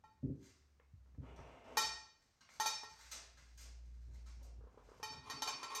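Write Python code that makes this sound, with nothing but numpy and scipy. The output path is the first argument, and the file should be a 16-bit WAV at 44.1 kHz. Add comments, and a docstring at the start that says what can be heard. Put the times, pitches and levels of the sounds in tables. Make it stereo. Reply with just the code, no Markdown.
"""In a hard-walled kitchen, a large bird shuffles beside a ceramic plate on a stone bench.
A low hum swells over the room's faint hiss. Weight thuds on the bench, feathers rustle, and claws
scuff and tick. A fork strikes the plate and makes it ring, and near the end the plate slides and
grinds on the stone. The room echoes, and a nearby microphone with two ports hears it in stereo."""
import sys
import numpy as np
from scipy import signal
from scipy.fft import rfft, irfft, next_fast_len
from scipy.io import wavfile
from scipy.ndimage import uniform_filter1d

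SR = 44100
rng = np.random.default_rng(int(sys.argv[2]) if len(sys.argv) > 2 else 0)


def to_wav(sig):
    """Store sig (one row per channel, or 1-D mono) as 16-bit WAV at the path in sys.argv[1].

    Samples outside -1..1 are clipped; the rate is SR.
    """
    pcm = np.clip(np.atleast_2d(sig), -1, 1) * 32767
    pcm = np.round(pcm).astype(np.int16)
    wavfile.write(sys.argv[1], SR, pcm.T)  # frames by channels


N = 255780

# Levels are relative. A ring_s is the time to fade by 60 dB. A higher tilt is a brighter sound.
# The room's faint hiss: pitch_hz, level_db
AIR_COLOUR = [(15, -19), (25, 10.5), (74, -1), (150, -12), (927, -15), (1360, -15), (3230, -24),
              (6210, -23.5), (9330, -30.5), (10400, -44), (11900, -28), (13600, -44.5), (16500, -34.5)]
# How long the kitchen echoes: pitch_hz, ring_s
ECHO_TIMES = [(100, 0.093), (300, 0.51), (1000, 0.57), (3000, 0.57), (6000, 0.48), (9000, 0.35),
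              (14000, 0.087)]
# How alike the room sounds on the left and right: pitch_hz, likeness (0 to 1)
STEREO_LIKENESS = [(60, 0.7), (130, 0.6), (250, 0.4), (700, 0), (2000, 0), (5000, 0), (12000, 0)]
# The hum and the rumble under it: time_s, pitch_hz, hum_db, rumble_db
HUM_PATH = [(0.0, 75, -77.5, -73), (0.2, 71.3, -73.5, -74), (0.28, 61.7, -43.5, -67),
            (0.42, 75.1, -82, -60), (0.6, 72.4, -72, -78.5), (1.0, 64.5, -61, -78),
            (1.24, 62.2, -55.5, -58), (1.5, 58.7, -60, -65), (1.7, 64.3, -71.5, -72),
            (1.95, 60.8, -59, -65.5), (2.12, 60.5, -91, -83.5), (2.75, 59.1, -103, -71.5),
            (3.05, 59, -62.5, -76.5), (3.39, 58.4, -63, -73), (3.68, 58.4, -51.5, -74),
            (4.1, 59.47, -48.5, -65), (4.65, 56.9, -50.5, -68), (4.75, 54, -72, -66.5),
            (4.85, 48, -57, -72), (5.06, 48.7, -80, -64.5), (5.22, 49, -70, -63), (5.65, 58.8, -84, -85),
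            (5.8, 71, -73, -97)]
# Weight landing on the bench: start_s, level_db, jolt_s, tilt_db_per_octave
BENCH_THUDS = [(0.225, -29, 0.019, 5), (0.257, -35, 0.0084, 3.5), (0.289, -34, 0.012, 5.5),
               (0.928, -46.5, 0.018, -23), (1.174, -37, 0.046, -8.5), (1.218, -53, 0.032, 13),
               (1.379, -47, 0.011, -5.5), (1.772, -54.5, 0.03, 20.5), (1.898, -65, 0.034, -12),
               (2.593, -71, 0.06, 8), (5.094, -55, 0.0074, 7), (5.17, -52, 0.048, 0.5),
               (5.329, -52, 0.057, 7), (5.417, -64, 0.043, -1), (5.527, -53, 0.063, 12)]
# The bench's natural tones: pitch_hz, width_hz, level_db
BENCH_TONES = [(89, 21, 8.5), (138, 29, 8.5), (210.8, 50, -1), (267.4, 32, -1.5), (386.2, 11, -13),
               (447, 47, -20.5)]
# Slow rustles of feathers: start_s, rise_s, hold_s, hiss_db, drag_db
FEATHER_STROKES = [(0.35, 0.084, 0.038, -64.5, -99), (0.63, 0.019, 0.032, -88, -89),
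                   (1.03, .015, .02, -90, -79.5), (1.2, 0.03, 0.057, -77, -56),
                   (1.35, 0.013, 0.19, -76, -55), (1.61, 0.045, 0.15, -69, -53),
                   (2.15, 0.017, 0.16, -74.5, -85.5), (2.4, 0.017, 0.029, -89, -93),
                   (2.48, 0.0055, 0.27, -63, -72), (2.86, 0.037, 0.013, -63.5, -88),
                   (2.96, 0.043, .11, -59, -83), (3.11, 0.017, 0.017, -54.5, -60),
                   (3.33, 0.051, 0.12, -71, -86), (3.57, 0.024, 0.067, -66.5, -68),
                   (3.8, 0.027, 0.24, -79.5, -85.5), (4.08, 0.057, 0.015, -69.5, -70.5),
                   (4.24, 0.039, 0.044, -71, -79.5), (4.39, 0.0071, 0.049, -87.5, -65.5),
                   (4.6, 0.12, 0.096, -80.5, -71.5), (4.8, 0.043, 0.14, -73, -69)]
# The fine hiss of feathers and feet: pitch_hz, level_db
HISS_COLOUR = [(180, -17.5), (300, -24), (1410, -5), (1930, -3), (3240, -9), (6000, -1.5), (9550, -13.5),
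               (10400, -54.5), (11500, -14.5), (13800, -22), (16000, -28.5)]
# The duller drag of feathers: pitch_hz, level_db
DRAG_COLOUR = [(88, 5.5), (150, -8.5), (249, -2), (403, 4), (617, -1), (708, 3.5), (1640, -13.5),
               (2760, -10), (4000, -27), (5200, -58), (8800, -120)]
# Quick scuffs of feet and feathers: start_s, level_db, fade_s, tilt_db_per_octave (used down to -4)
BIRD_SCUFFS = [(2.4075, -46.5, 0.0062, -13), (2.9843, -50, 0.023, -2), (3.114, -32, 0.012, 2),
               (3.372, -52.5, 0.021, -3), (3.5745, -48, 0.029, 2), (3.6073, -49, 0.024, 5),
               (4.26, -53.5, 0.026, -1.5), (4.427, -54.5, 0.017, 6)]
# Claws and the plate's foot tapping stone: start_s, level_db, pitch_hz, edge_db, ring_s (capped)
STONE_TAPS = [(0.798, -58.5, 474, 3.5, 0.04), (1.059, -68, 450, 2, 0.025), (1.148, -67.5, 489.5, 2, 0.044),
              (1.233, -53.5, 550, -2, 0.054), (1.39, -48.5, 386, 2.5, 0.023), (1.524, -58, 582, -20, 0.015),
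              (1.771, -34, 454, 7.5, 0.04), (2.49, -72.5, 553, 29, 0.04), (2.599, -64.5, 440, 37.5, 0.04),
              (4.608, -56, 464, -23, 0.041), (4.638, -53.5, 428, -21, 0.04), (4.67, -52, 456, -18, 0.056),
              (4.743, -57, 458, -16, 0.054), (4.774, -47, 439, -23, 0.038), (4.888, -48.5, 459, -21, 0.027),
              (4.916, -47.5, 413, -21, 0.025), (4.999, -47.5, 467, -8, 0.04)]
# The plate sliding under the fork: start_s, rise_s, hold_s, grind_db, ring_db
SLIDE_STROKES = [(5.1, 0.029, .01, -72, -59), (5.2, 0.079, 0.023, -60.5, -56.5),
                 (5.3, 0.018, 0.0082, -65, -60), (5.355, 0.022, 0.009, -68, -55),
                 (5.43, 0.03, 0.03, -54.5, -51), (5.54, .03, 0.063, -63, -66),
                 (5.635, 0.0081, 0.023, -63, -63), (5.69, 0.012, 0.099, -56, -52.5)]
# The broad tones of a plate grinding on stone: pitch_hz, width_hz, level_db
GRIND_TONES = [(510, 170, -34), (1077, 66, 4), (2180, 410, 3)]
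# The plate's natural tones, of which the second is the main note: pitch_hz
PLATE_PITCHES = [431, 872, 1075, 1348, 1855, 2422, 3060, 3764, 4182, 4270, 4531, 5130, 5398, 5510, 5800,
                 6063, 6319, 6850, 7358, 8080, 8462, 9080, 9618, 9921, 10870, 11658, 12150, 12610, 13540,
                 14789]
# A round plate rings each tone as a close pair, which pulses: level_db, ring_s (capped), pulse_hz
PLATE_TONES = [(-15, 0.19, 2), (-3.5, 0.21, 5.7), (-12.5, 0.37, 28), (-9, 0.45, 9.7), (-4, 0.27, 15),
               (8, 0.068, 11), (-13, 0.6, 16), (-11, 0.53, 4), (-29.5, 0.28, 17), (-26, 0.1, 20),
               (-5, 0.48, 18), (-7.5, 0.17, 10), (-2, 0.66, 15), (-8.5, .12, 66), (-29.5, 0.1, 30),
               (-14, 0.62, 3.5), (-9.5, 0.47, 14), (-26.5, 0.042, 44), (-14.5, 0.74, 14), (-11, .2, 25),
               (-30.5, 0.75, 14), (-19, .25, 76), (-17.5, 0.2, 10), (-21.5, 0.09, 15), (-12, .15, 9),
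               (-16.5, 0.23, 26), (-30.5, 0.22, 20), (-21.5, .12, 22), (-38, .12, 30), (-23, 0.21, 14)]
# The noise of the fork touching the plate: pitch_hz, level_db
CRACK_COLOUR = [(150, -11), (400, -9), (1000, 5.5), (2500, -6.5), (5400, 7), (9000, -11.5), (15000, -43)]
# The bright first touch of steel on glaze: pitch_hz, level_db
BITE_COLOUR = [(3000, -42), (7000, 26), (12000, 1), (16000, -22)]
# Fork blows: start_s, level_db, tilt_db_per_octave, crack_db (capped), rise_s,
# ring_length (a factor), low_tones_db, main_note_db
FORK_BLOWS = [(0.038, -46.5, -3.5, -24, 0.00065, 0.71, 9.5, 9), (1.77, -20, 2.5, 1, 0.0012, 1, 8, 5.3),
              (2.599, -23, 1.5, -7, 0.00027, 1, 8, 8), (2.659, -23.5, 2.5, -2, 0.00084, 0.78, 4, 7.5),
              (2.833, -37, -0.5, -7, 0.00093, 0.41, 12, 5),
              (5.029, -24, -1.5, -15, 0.00037, 0.65, -0.5, 11),
              (5.119, -42.5, -4, -2, 0.0043, 1, -3.5, -10),
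              (5.299, -30.5, -1.2, 9, 0.00073, 0.55, 0.2, -16.5),
              (5.42, -23, -0.4, -5, 0.0012, 0.4, -2, 4.5),
              (5.474, -26.5, -1.5, -1, 0.0022, 0.58, -14.5, 4.5),
              (5.63, -30, -2, -4, 0.0011, 0.43, -2, -4.5), (5.749, -30, 4.5, 2, 0.00094, 0.68, 3, 4)]
# How much louder the left microphone port is than the right: pitch_hz, left_minus_right_db
PORT_BALANCE = [(60, 0.5), (110, -2.5), (200, -1.5), (380, -1.0), (700, 0), (1290, -2.5), (2380, 2),
                (4400, -7), (8120, -1.5), (15000, 1.5)]

LONGEST_RING_S = 0.5  # the longest time any tone of the plate rings


def gain(db):
    """Turns decibels into a number to multiply a sound by."""
    return 10 ** (np.asarray(db) / 20)


def normalise(x):
    """Scales a sound so that its average strength (rms) is 1."""
    return x / np.sqrt(np.mean(x ** 2) + 1e-20)


def look_up(points, hz):
    """Reads a table at any pitch, blending between its rows."""
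    pitches, values = np.transpose(points)
    return np.interp(np.log(hz + 1), np.log(pitches + 1), values)


def add(mix, start_s, sound):
    """Mixes a sound in at its start time."""
    part = mix[round(start_s * SR):][:len(sound)]
    part += sound[:len(part)]


def coloured(x, colour, tilt=0):
    """Shapes a sound's lows and highs by a table, then tilts them around 2 kHz."""
    hz = np.fft.rfftfreq(len(x), 1 / SR)
    shape_db = look_up(colour, hz) + tilt * np.log2(hz / 2000 + 0.06)
    return normalise(irfft(rfft(x) * gain(shape_db), len(x)))


def resonate(x, hz, width_hz):
    """Lets a sound ring at one pitch; a narrower width rings longer."""
    r = np.exp(-np.pi * width_hz / SR)
    push = np.diff(x, prepend=0) * SR / (4 * np.pi * hz)
    return signal.lfilter([1 - r * r], [1, -2 * r * np.cos(2 * np.pi * hz / SR), r * r], push)


def grit(spread_db, grain_samples):
    """Noise whose strength flickers, as many small contacts do."""
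    noise = rng.standard_normal(N)
    flicker = normalise(uniform_filter1d(rng.standard_normal(N), grain_samples))
    return noise * gain(spread_db * flicker)


def strokes(rows, column, rise_db, fade_db_per_s):
    """The loudness of a series of strokes: each rises, holds and fades."""
    out, t = np.zeros(N), np.arange(N) / SR
    for row in rows:
        start_s, rise_s, hold_s = row[:3]
        rising_db = np.minimum(rise_db * ((t - start_s) / rise_s - 1), 0)
        faded_db = fade_db_per_s * np.maximum(t - start_s - rise_s - hold_s, 0)
        out += gain(row[column] + np.maximum(rising_db - faded_db, -200))
    return out


def stereo(a, b):
    """Makes left and right from two noises, partly alike in the bass."""
    likeness = look_up(STEREO_LIKENESS, np.fft.rfftfreq(len(a), 1 / SR))
    right = irfft(likeness * rfft(a) + np.sqrt(1 - likeness ** 2) * rfft(b), len(a))
    return np.array([a, right])


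def room_air():
    """The faint, steady noise of the room."""
    return gain(-76.5) * stereo(*(coloured(noise, AIR_COLOUR) for noise in rng.standard_normal((2, N))))


def kitchen_echo(x):
    """Hard walls send back a crowd of echoes, each pitch fading at its own speed."""
    hz, t, bands = signal.stft(stereo(*rng.standard_normal((2, SR))), SR, nperseg=256)
    fade = gain(-60 * t / look_up(ECHO_TIMES, hz)[:, None])
    tail = signal.istft(bands * fade, SR, nperseg=256)[1][:, :SR]
    tail *= np.clip(np.arange(SR) / SR / 0.0007 - .5, 0, 1)  # echoes arrive just after the sound
    return signal.fftconvolve(x[None], tail / np.linalg.norm(tail[0]), axes=1)[:, :N]


def low_hum(waver_db=4, waver_hz=10.1, steady_from_s=3.0, steady_to_s=4.7):
    """A low tone with a weak octave, over a rumble; it wavers except during one steady swell."""
    t = np.arange(N) / SR
    times, *columns = np.transpose(HUM_PATH)
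    hz, hum_db, rumble_db = (np.interp(t, times, column) for column in columns)
    phase = 2 * np.pi * np.cumsum(hz) / SR
    waver = signal.sosfiltfilt(signal.butter(2, waver_hz, fs=SR, output="sos"), rng.standard_normal(N))
    unsteady = np.clip(np.maximum(steady_from_s - t, t - steady_to_s) / .05, 0, 1)
    level = np.sqrt(2) * gain(hum_db + waver_db * normalise(waver) * unsteady)
    tone = level * (np.sin(phase) + gain(-24.5) * np.sin(2 * phase))
    colour = [(30, -21.5), (70, 9), (130, 0), (260, -7), (500, -17.5), (2000, -63.5)]
    rumble = stereo(*(coloured(grit(3, grain_samples=1500), colour) for _ in "LR"))
    return tone + rumble * gain(rumble_db)


def bench_thuds():
    """A soft push and a short, uneven jolt ring the bench's low tones."""
    out, t = np.zeros(N), np.arange(SR // 2) / SR
    push = 0.89 * np.exp(-((t - .008) / 0.0013) ** 2)
    for start_s, level_db, jolt_s, tilt in BENCH_THUDS:
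        jolt = rng.standard_normal(len(t)) * np.exp(-t / jolt_s) * np.minimum(t / 0.0047, 1)
        ring = np.zeros(len(t))
        for hz, width, tone_db in BENCH_TONES:
            tone = resonate(resonate(push + jolt, hz, 3 * width), hz, width)
            ring += gain(tone_db + tilt * np.log2(hz / 135)) * normalise(tone)
        add(out, start_s, gain(level_db) * ring / abs(ring).max())
    return signal.sosfilt(signal.butter(4, 560, fs=SR, output="sos"), out)


def feather_rustle():
    """Moving feathers make a fine hiss and a duller drag, both gritty."""
    hiss_level, drag_level = (strokes(FEATHER_STROKES, column, rise_db=23, fade_db_per_s=142.5)
                              for column in (3, 4))
    hiss = coloured(grit(7, grain_samples=80), HISS_COLOUR)
    drag = coloured(grit(3, grain_samples=300), DRAG_COLOUR)
    return hiss * hiss_level + drag * drag_level


def bird_scuffs():
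    """Feet and feathers brush past in sudden bursts of hiss that fade."""
    out, t = np.zeros(N), np.arange(SR // 2) / SR
    for start_s, level_db, fade_s, tilt in BIRD_SCUFFS:
        hiss = coloured(rng.standard_normal(len(t)), HISS_COLOUR, max(tilt, -4))
        shape = np.minimum(t / 0.00067, 1) * np.exp(-t / fade_s)
        add(out, start_s, gain(level_db - 2.5) * hiss * shape)
    return out


def stone_taps(longest_ring_s=0.035):
    """A claw or the plate's foot hits stone: a brief tone, a woody rasp and a sharp edge."""
    out, t = np.zeros(N), np.arange(3000) / SR
    edge_colour = [(300, -16), (2300, 9), (3300, -9.5), (5000, -46.5), (12000, -63)]
    for start_s, level_db, hz, edge_db, ring_s in STONE_TAPS:
        noise = rng.standard_normal(len(t))
        tone = gain(-60 * t / min(ring_s, longest_ring_s)) * np.sin(2 * np.pi * hz * t)
        rasp = gain(-18 - 60 * t / 0.32) * normalise(resonate(resonate(noise, 910, 760), 910, 760))
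        edge = gain(edge_db - 60 * t / 0.017) * coloured(noise, edge_colour)
        add(out, start_s, gain(level_db) * (tone + rasp + edge) * np.minimum(t / 0.0016, 1))
    return out


def plate_slide(top_hz=10440):
    """The plate rubs on stone: coarse grit makes it grind, and finer grit makes it ring and hiss."""
    coarse_level, fine_level = (strokes(SLIDE_STROKES, column, rise_db=27, fade_db_per_s=502)
                                for column in (3, 4))
    fine_level *= gain(-16.5)
    coarse = grit(1.8, grain_samples=200) * coarse_level
    fine = grit(4, grain_samples=40) * fine_level
    grind = sum(gain(db) * resonate(coarse, hz, width) * np.sqrt(SR / width / np.pi)
                for hz, width, db in GRIND_TONES)
    ring = np.zeros(N)
    for hz, (db, ring_s, _) in zip(PLATE_PITCHES, PLATE_TONES):
        width = 4 / min(ring_s, LONGEST_RING_S)
        ring += gain(db) * resonate(fine, hz, width) * np.sqrt(SR / width / np.pi)
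    hiss = gain(-9) * coloured(grit(5, grain_samples=40), CRACK_COLOUR, tilt=-3) * fine_level
    return signal.sosfilt(signal.butter(4, top_hz, fs=SR, output="sos"), gain(-8.5) * grind + ring + hiss)


def fork_clinks(loudest_crack_db=-2.5):
    """Each blow rings the plate's tones, unevenly by where it lands; the contact cracks and rattles."""
    out, t = np.zeros(N), np.arange(SR * 3 // 4) / SR
    hz = np.array(PLATE_PITCHES)[:, None]
    tone_db, ring_s, pulse_hz = np.transpose(PLATE_TONES)[:, :, None]
    landing_spots = rng.standard_normal((len(FORK_BLOWS), 2, len(hz), 1))
    for blow, (uneven, pulse_shift) in zip(FORK_BLOWS, landing_spots):
        start_s, level_db, tilt, crack_db, rise_s, ring_length, low_tones_db, main_note_db = blow
        boost_db = low_tones_db * (hz < 2200) + main_note_db * (hz == PLATE_PITCHES[1])
        strengths = gain(tone_db + tilt * np.log2(hz / 2000) + boost_db + 1.7 * uneven)
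        fade = gain(-60 * t / (ring_length * np.minimum(ring_s, LONGEST_RING_S)))
        pulse = 1 + 1.16 * np.cos(2 * np.pi * pulse_hz * t - 1.6 + 0.46 * pulse_shift)
        ring = (strengths * fade * pulse * np.sin(2 * np.pi * hz * t)).sum(0) / np.linalg.norm(strengths)
        snap, rattle = gain(-60 * t / 0.0086), gain(-6 - 60 * t / (0.42 * ring_length))
        crack = coloured(rng.standard_normal(len(t)), CRACK_COLOUR, tilt)
        crack *= gain(min(crack_db, loudest_crack_db)) * (snap + rattle)
        bite = gain(-24 - 60 * t / 0.004) * coloured(rng.standard_normal(len(t)), BITE_COLOUR)
        rise = np.minimum(t / max(rise_s, .0003), 1)
        add(out, start_s, gain(level_db - 7) * (ring + crack + bite) * rise)
    return out


def scene():
    """Mixes the close sounds with their echo, the hum and the room's air."""
    plate = fork_clinks() + plate_slide()
    taps = stone_taps()
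    bird = bird_scuffs() + feather_rustle()
    bench = bench_thuds()
    echo = kitchen_echo(gain(-4) * bird + gain(-3.5) * bench + gain(-5) * plate + gain(-10) * taps)
    return plate + taps + gain(-12.5) * bird + bench + low_hum() + echo + room_air()


def record(dry):
    """The two ports hear each pitch at their own time and level; deep bass and top treble are cut."""
    lead_s, lead_from_hz = 0.000333, 1770  # the treble reaches the left port first
    bass_cut_hz, treble_cut_hz = 40, 16500
    size = next_fast_len(N + 4096)
    hz = np.fft.rfftfreq(size, 1 / SR)
    lead_phase = 2 * np.pi * lead_s * hz ** 3 / (hz ** 2 + lead_from_hz ** 2)
    left = gain(look_up(PORT_BALANCE, hz) / 2) * np.exp(.5j * lead_phase)
    right = 1 / left
    bass_cut = (1j * hz / (bass_cut_hz + 1j * hz)) ** 2
    ports = irfft(rfft(dry, size) * bass_cut * np.array([left, right]), size)[:, :N]
    treble_cut = signal.firwin(511, treble_cut_hz, window=("kaiser", 9), fs=SR)
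    return signal.oaconvolve(ports, treble_cut[None], "same")


dry = scene()
out = record(dry)
to_wav(out)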